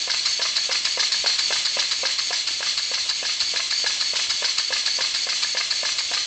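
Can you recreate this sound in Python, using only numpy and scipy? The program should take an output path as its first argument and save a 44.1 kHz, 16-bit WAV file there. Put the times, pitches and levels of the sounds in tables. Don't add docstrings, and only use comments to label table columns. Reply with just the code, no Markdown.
import sys
import numpy as np
from scipy import signal
from scipy.fft import rfft, irfft, next_fast_len
from scipy.io import wavfile
from scipy.ndimage import uniform_filter1d, map_coordinates

SR = 44100
rng = np.random.default_rng(int(sys.argv[2]) if len(sys.argv) > 2 else 0)


def materialize(psi):
    bounded = np.clip(np.atleast_2d(psi).T, -1, 1)
    quanta = np.round(bounded * 32767).astype(np.int16)
    wavfile.write(sys.argv[1], SR, quanta)


def gain_from_decibels(decibels):
    exponent = np.asarray(decibels, float) / 20
    return 10 ** exponent


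N = 276066
TIME = np.arange(N) / SR

# start_s, knock_db, valve_tap_db, puff_db
OUT_STROKES = [(0.0746, -24.5, -18, -17.5), (0.394, -23.5, -17.5, -18), (0.6921, -22, -19, -17),
               (0.9735, -21.5, -17.5, -14.5), (1.2416, -22, -17.5, -16.5), (1.505, -20, -16.5, -19),
               (1.7682, -20, -18.5, -14.5), (2.0321, -21.5, -18, -17.5), (2.306, -23, -20, -18.5),
               (2.605, -25, -19.5, -25.5), (2.9141, -25, -23, -19.5), (3.2268, -23.5, -22, -22),
               (3.537, -24.5, -20.5, -19.5), (3.841, -23.5, -17.5, -17.5), (4.1342, -23.5, -19.5, -18.5),
               (4.422, -23, -16.5, -19), (4.7038, -24.5, -17, -19.5), (4.9862, -22.5, -18.5, -19),
               (5.2675, -24.5, -20.5, -20.5), (5.548, -23.5, -17, -20.5), (5.83, -23, -19.5, -20),
               (6.1132, -23.5, -17.5, -18.5)]
# tap_s, tap_db, puff_db, puff_lead_ms (puff ahead of the tap)
RETURN_STROKES = [(0.2739, -18.5, -11.5, 19), (.581, -16, -11.5, 19.3), (.87, -16.5, -12.5, 21.4),
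                  (1.1426, -16.5, -12.5, 25), (1.4064, -20.5, -11.5, 21), (1.6698, -19.5, -12.5, 18.5),
                  (1.9306, -20, -12.5, 18.5), (2.203, -23.5, -14, 18), (2.4879, -20, -15.5, 17),
                  (2.795, -19, -15, 19), (3.11, -18, -13, 20.3), (3.4204, -20, -12.5, 19.5),
                  (3.724, -16.5, -14.5, 17), (4.0235, -18, -14, 18), (4.3123, -17.5, -13, 16),
                  (4.5978, -17, -13, 19.5), (4.878, -16.5, -13, 19), (5.16, -17.5, -15, 19),
                  (5.4453, -17, -13, 21), (5.7248, -19, -14, 19.3), (6.0051, -19, -14, 21.4)]
SLACK_BLOW_DB = [2, 3, .6, 1.5, 0.5, 1, 2, -3, -6, -2.1, -2, 0, 2, -1.5, 0.3, -2.5, -0.5, -0.2, -0.5, 1.1,
                 0, 0]
# time_s, strength_db
PRESSURE = [(0.0, -28.5), (0.09, -30), (0.16, -28.5), (1.08, -27), (1.64, -27), (1.9, -28), (2.94, -29),
            (4.18, -28), (4.29, -27.5), (4.71, -28), (4.81, -28), (6.26, -29)]
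# pitch_hz, then level_db struck by knock, rebound, out tap, return tap, low tick, high tick
FRAME_MODES = [(290, -13, -28, -27.5, -31, -29, -36.5), (521.4, -5.5, -31, -23, -41, -23.5, -30),
               (582.5, -5.5, -22, -25.5, -41, -27, -29), (672, -5, -9, -15.5, -20, -8.5, -28.5),
               (950, -6.5, -18, -8, -16, -16, -22.5), (1065, -21.5, -6.5, -23, -17, -5, -32.5),
               (1213, -30, -11.5, -18.5, -18.5, -0.5, -28.5), (1642.5, -10.5, -13, 0.5, -6, -4, -9.5),
               (1716, -10.5, -14, -8, -7.5, -8, -10.5), (2080, -5.5, -10.5, -1.5, -10.5, -4, 0),
               (2600, -3, -31, -10, -25, -22.5, 3)]
# pitch_hz, t60_s
FRAME_RING = [(270, .022), (510, .048), (700, .03), (960, .04), (1260, .028), (1670, .034), (2180, .018),
              (2620, .014)]
# crack_db, rattle_span_s, rattle_db
CONTACTS = [
    (-10, 0.0049, -8.5),
    (-16, 0.011, -15),
    (8, 0.009, -18.5),
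    (-9, .005, -31),
    (-14.5, 0.007, -10.5),
    (2, 0.0061, -27),
]
# freq_hz, density_db (per Hz)
JET_COLOUR = [(410, -27), (700, -23), (804, -23), (1510, -20), (1680, -14.5), (1910, -22), (2120, -17),
              (3730, -1.5), (4420, -13.5), (5470, -11.5), (7530, -20.5), (8200, -21), (8930, -36.5),
              (11600, -75), (19600, -120)]
# pitch_hz, width_hz, level_db
CHEST_MODES = [
    (4024, 570, -3),
    (5090, 1100, -6.5),
    (6760, 470, -19.5),
]
# freq_hz, density_db (per Hz)
OUT_SPRAY = [(500, -23.5), (1000, -16.5), (2000, -11), (3400, -5.5), (4050, 5), (4500, -5), (5000, 1),
             (6000, -7), (7500, -26), (9000, -35)]
# freq_hz, density_db (per Hz)
RETURN_SPRAY = [(500, -30.5), (1100, -12.5), (2100, -9.5), (3400, -12.5), (4050, 3), (4500, -1),
                (5200, -4.5), (6000, -19), (6900, -12.5), (7800, -21.5), (9000, -31.5)]
# freq_hz, density_db (per Hz)
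AIR_COLOUR = [(12, -31), (20, -7.5), (70, 8), (248, -9), (295, 7), (507, -6.5), (624, 4), (805, -9.5),
              (900, 2.5), (1170, -23.5), (1980, -120)]
# freq_hz, t60_s
ROOM_DECAY = [(300, 0.063), (2000, 0.68), (8000, 0.041)]
# start_s, peak_db, pitch_hz
BUMPS = [
    (0.294, -48, 73),
    (3.424, -46, 90),
]
# freq_hz, level_db
MIC_RESPONSE = [(20, -2), (7500, 3), (8300, -3.5), (8800, -7), (9100, -24.5), (9400, -84)]
# freq_hz, width_hz, depth_db
NEAR_DIPS = [(901, 350, -3), (1560, 280, -6), (1976, 360, -2), (2590, 100, 0), (3184, 82, -11.5),
             (3715, 403, -8), (4300, 65, -3.5), (5530, 440, -3.5), (7660, 830, 2)]

OUT_TAP_TURN, LOW_TICK_TURN, HIGH_TICK_TURN, RETURN_TAP_TURN = .077, .196, .221, .63
OUT_DEAD_CENTRE, RETURN_DEAD_CENTRE = .035, .515
OPENS, WIDE_OPEN, STARTS_CLOSING = (.05, .04), (.13, .12), (.62, .82)
WIDE_DB, SWELL_DB, SHUT_DB = (-0.5, -2), (2, 1.5), -7
PIPE_HZ, PIPE_SLIDE_HZ, PIPE_WIDTH_HZ = (4400, 4430), (-170, 0), (560, 340)
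PORT_HZ, PORT_ARCH_HZ, PORT_SLIDE_HZ = (5900, 5900), (180, 450), (-200, 380)
PORT_DB, SEAT_DB, CHEST_DB = (-12, -10.5), (-20, -40), (-9.5, -5.5)
JET_DB = (1, 0)


def unit(x):
    return x / np.sqrt(np.mean(np.abs(x) ** 2) + 1e-20)


def along(points, hz):
    f, v = np.transpose(points)
    return np.interp(np.log(hz + 1), np.log(f + 1), v)


def filtered(x, response):
    m = next_fast_len(N + SR // 2)
    return irfft(rfft(x, m) * response(np.fft.rfftfreq(m, 1 / SR)), m)[..., :N]


def wobble(rate):
    return map_coordinates(rng.standard_normal(int(N * rate / SR) + 4), [TIME * rate])


def hiss(spectrum, spit_db):
    raw = gain_from_decibels(spit_db * wobble(400)) * rng.standard_normal(N)
    return unit(filtered(raw, lambda hz: gain_from_decibels(along(spectrum, hz))))


def sliding_tone(centre_hz, width_hz):
    slow = filtered(rng.standard_normal((2, N)), lambda hz: 1 / (1 + 2j * hz / width_hz) ** 2)
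    carrier = np.exp(2j * np.pi * np.cumsum(centre_hz) / SR)
    return unit(np.real((slow[0] + 1j * slow[1]) * carrier))


def crank_marks():
    knock, tap = np.array(OUT_STROKES)[:, 0], np.array(RETURN_STROKES)[:, 0]
    s = np.r_[2 * knock[0] - knock[1], knock, 2 * knock[-1] - knock[-2], tap]
    turns = np.r_[np.arange(-1, len(knock) + 1), np.arange(len(tap)) + RETURN_TAP_TURN]
    order = np.argsort(s)
    return s[order], turns[order]


def each_turn(share):
    s, turns = crank_marks()
    return np.interp(np.arange(len(OUT_STROKES)) + share, turns, s)


def crank():
    turn = (np.interp(TIME, *crank_marks()) - OUT_DEAD_CENTRE) % 1
    out_length = RETURN_DEAD_CENTRE - OUT_DEAD_CENTRE
    returning = turn > out_length
    done = np.where(returning, (turn - out_length) / (1 - out_length), turn / out_length)
    return returning.astype(int), done


def by_stroke(pair, which):
    return np.array(pair)[which]


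def valve_flow_db(which, done):
    flows = []
    for k in range(2):
        times = [OPENS[k], WIDE_OPEN[k], STARTS_CLOSING[k], 1]
        levels_db = [SHUT_DB, WIDE_DB[k], WIDE_DB[k] + SWELL_DB[k], SHUT_DB]
        flows.append(np.interp(done, times, levels_db))
    return np.choose(which, flows)


def exhaust_pipe(which, done):
    pipe_hz = by_stroke(PIPE_HZ, which) + by_stroke(PIPE_SLIDE_HZ, which) * done
    drift_hz = 30 * wobble(30)
    main = np.choose(which, [sliding_tone(pipe_hz + drift_hz, width) for width in PIPE_WIDTH_HZ])
    return main + gain_from_decibels(-11.5) * sliding_tone(.49 * pipe_hz, 430)


def port(which, done):
    arch_hz = by_stroke(PORT_ARCH_HZ, which) * np.sin(np.pi * done)
    port_hz = by_stroke(PORT_HZ, which) + by_stroke(PORT_SLIDE_HZ, which) * done + arch_hz
    waking = np.clip(done / .3, 0, 1)
    level = gain_from_decibels(by_stroke(PORT_DB, which) + 1.5 * wobble(25))
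    note = level * sliding_tone(port_hz + 90 * wobble(14), 480)
    whistle = gain_from_decibels(by_stroke(SEAT_DB, which)) * sliding_tone(np.full(N, 7200), 380)
    return waking * (note + whistle)


def valve_chest(which):
    notes = sum(gain_from_decibels(db) * sliding_tone(np.full(N, hz), width) for hz, width, db in CHEST_MODES)
    return gain_from_decibels(by_stroke(CHEST_DB, which)) * notes


def jet(which, flow_db, pressure_db):
    low_share = lambda hz: 1 / (1 + (hz / 4300) ** 6)
    low = filtered(hiss(JET_COLOUR, spit_db=0.16), low_share)
    high = filtered(hiss(JET_COLOUR, spit_db=0.5), lambda hz: 1 - low_share(hz))
    swing_db = pressure_db - pressure_db.mean()
    swell = gain_from_decibels(swing_db + by_stroke(JET_DB, which) + .27 * flow_db + 1.3 * wobble(30))
    return swell * (gain_from_decibels(-33) * unit(low) + gain_from_decibels(-34.5) * unit(high))


def strokes():
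    which, done = crank()
    flow_db = valve_flow_db(which, done)
    pressure_db = np.interp(TIME, *np.transpose(PRESSURE))
    flutter_db = 1.4 * wobble(45) + 0.65 * wobble(6.2)
    sung = exhaust_pipe(which, done) + port(which, done) + valve_chest(which)
    return gain_from_decibels(pressure_db - 0.07 + flow_db + flutter_db) * sung + jet(which, flow_db, pressure_db)


def room_air():
    return gain_from_decibels(-57.5) * hiss(AIR_COLOUR, spit_db=-5.0)


def contact_times():
    knocks, return_taps = [row[:2] for row in OUT_STROKES], [row[:2] for row in RETURN_STROKES]
    out_taps = list(zip(each_turn(OUT_TAP_TURN), np.array(OUT_STROKES)[:, 2]))
    tick_db = 1.2 * rng.standard_normal((len(OUT_STROKES), 2)) + np.array(SLACK_BLOW_DB)[:, None]
    low_ticks = list(zip(each_turn(LOW_TICK_TURN), -27 + tick_db[:, 0]))
    high_ticks = list(zip(each_turn(HIGH_TICK_TURN), -20 + tick_db[:, 1]))
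    rebounds = [(s + 0.00523, db + 0.1) for s, db in knocks]
    rebounds += [(s - .044, -34.5) for s, db in return_taps]
    return knocks, rebounds, out_taps, return_taps, low_ticks, high_ticks


def strike(mode_hz, mode_db, decay_db, crack_db, t):
    hz = mode_hz * (1 + .015 * rng.standard_normal(mode_hz.shape))
    strength_db = mode_db + 1.5 * rng.standard_normal(mode_hz.shape)
    ring = (gain_from_decibels(strength_db + decay_db) * np.sin(2 * np.pi * hz * t)).sum(0)
    crack = gain_from_decibels(crack_db - 60 * t / .005) * rng.standard_normal(len(t))
    crack = crack - uniform_filter1d(crack, size=45)
    return crack - ring * (1 - np.exp(-t / .0006))


def linkage():
    out, t = np.zeros(N + SR), np.arange(SR // 8) / SR
    modes = np.array(FRAME_MODES)
    mode_hz = modes[:, :1]
    decay_db = -60 * t / along(FRAME_RING, mode_hz)
    for kind, rows in enumerate(contact_times()):
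        crack_db, span_s, rattle_db = CONTACTS[kind]
        for s, db in rows:
            blow = gain_from_decibels(db + 1.5) * strike(mode_hz, modes[:, kind + 1, None], decay_db, crack_db, t)
            out[round(s * SR):][:len(t)] += blow
            bounce = gain_from_decibels(rattle_db + 17.5) * np.diff(blow, prepend=0)
            for share in (np.arange(3) + rng.random(3)) / 3:
                out[round((s + .002 + span_s * share) * SR):][:len(t)] += bounce
    radiated = lambda f: (1j * f / (230 + 1j * f)) ** 2 / (1 + 1j * f / 6000) ** 4
    return filtered(out[:N], radiated)


def puffs(rows, spectrum, rise_s, hold_s, fall_s, gain_db):
    shape = np.zeros(N)
    for s, db in rows:
        opening = 1 / (1 + np.exp(np.clip((s - TIME) / rise_s, -50, 50)))
        emptying = np.exp(-(np.maximum(TIME - s - hold_s, 0) / fall_s) ** 2)
        shape += gain_from_decibels(db + gain_db) * opening * emptying
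    spray = hiss(spectrum, spit_db=2.7)
    return shape * spray / np.sqrt(np.abs(uniform_filter1d(spray ** 2, size=600)))


def out_puffs():
    rows = zip(each_turn(OUT_TAP_TURN) + .001, np.array(OUT_STROKES)[:, 3])
    return puffs(rows, OUT_SPRAY, rise_s=.004, hold_s=0.016, fall_s=0.0048, gain_db=-4.5)


def return_puffs():
    rows = [(s - lead_ms * .001, db) for s, tap_db, db, lead_ms in RETURN_STROKES]
    return puffs(rows, RETURN_SPRAY, rise_s=.0022, hold_s=0.0073, fall_s=0.011, gain_db=-6.5)


def room(x):
    hz, t, z = signal.stft(rng.standard_normal(SR // 2), SR, nperseg=256)
    fading = z * gain_from_decibels(-60 * t / along(ROOM_DECAY, hz)[:, None])
    tail = signal.istft(fading, SR, nperseg=256)[1]
    return signal.fftconvolve(np.pad(x, (250, 0)), tail / np.linalg.norm(tail))[:N]


def handling():
    out = np.zeros(N)
    for s, db, hz in BUMPS:
        out += gain_from_decibels(db) * np.exp(-((TIME - s - .01) / 0.0118) ** 2) * np.sin(2 * np.pi * hz * TIME)
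    return out


def scene():
    blows = linkage() + out_puffs() + return_puffs()
    mix = strokes() + room_air() + blows + gain_from_decibels(-13) * room(blows) + handling()
    return mix[None]


def roll_off(x):
    return signal.sosfilt(signal.butter(12, 9080, fs=SR, output="sos"), x)


def record(dry):
    ceiling = .52
    rounded = ceiling * np.tanh(dry / ceiling)

    def dip(f, c, w, db):
        return (c * c - f * f + 1j * f * w * gain_from_decibels(db)) / (c * c - f * f + 1j * f * w)

    def colour(hz):
        return gain_from_decibels(along(MIC_RESPONSE, hz)) * np.prod([dip(hz, *row) for row in NEAR_DIPS], axis=0)

    return roll_off(filtered(rounded, colour))


dry = scene()
out = record(dry)
materialize(out)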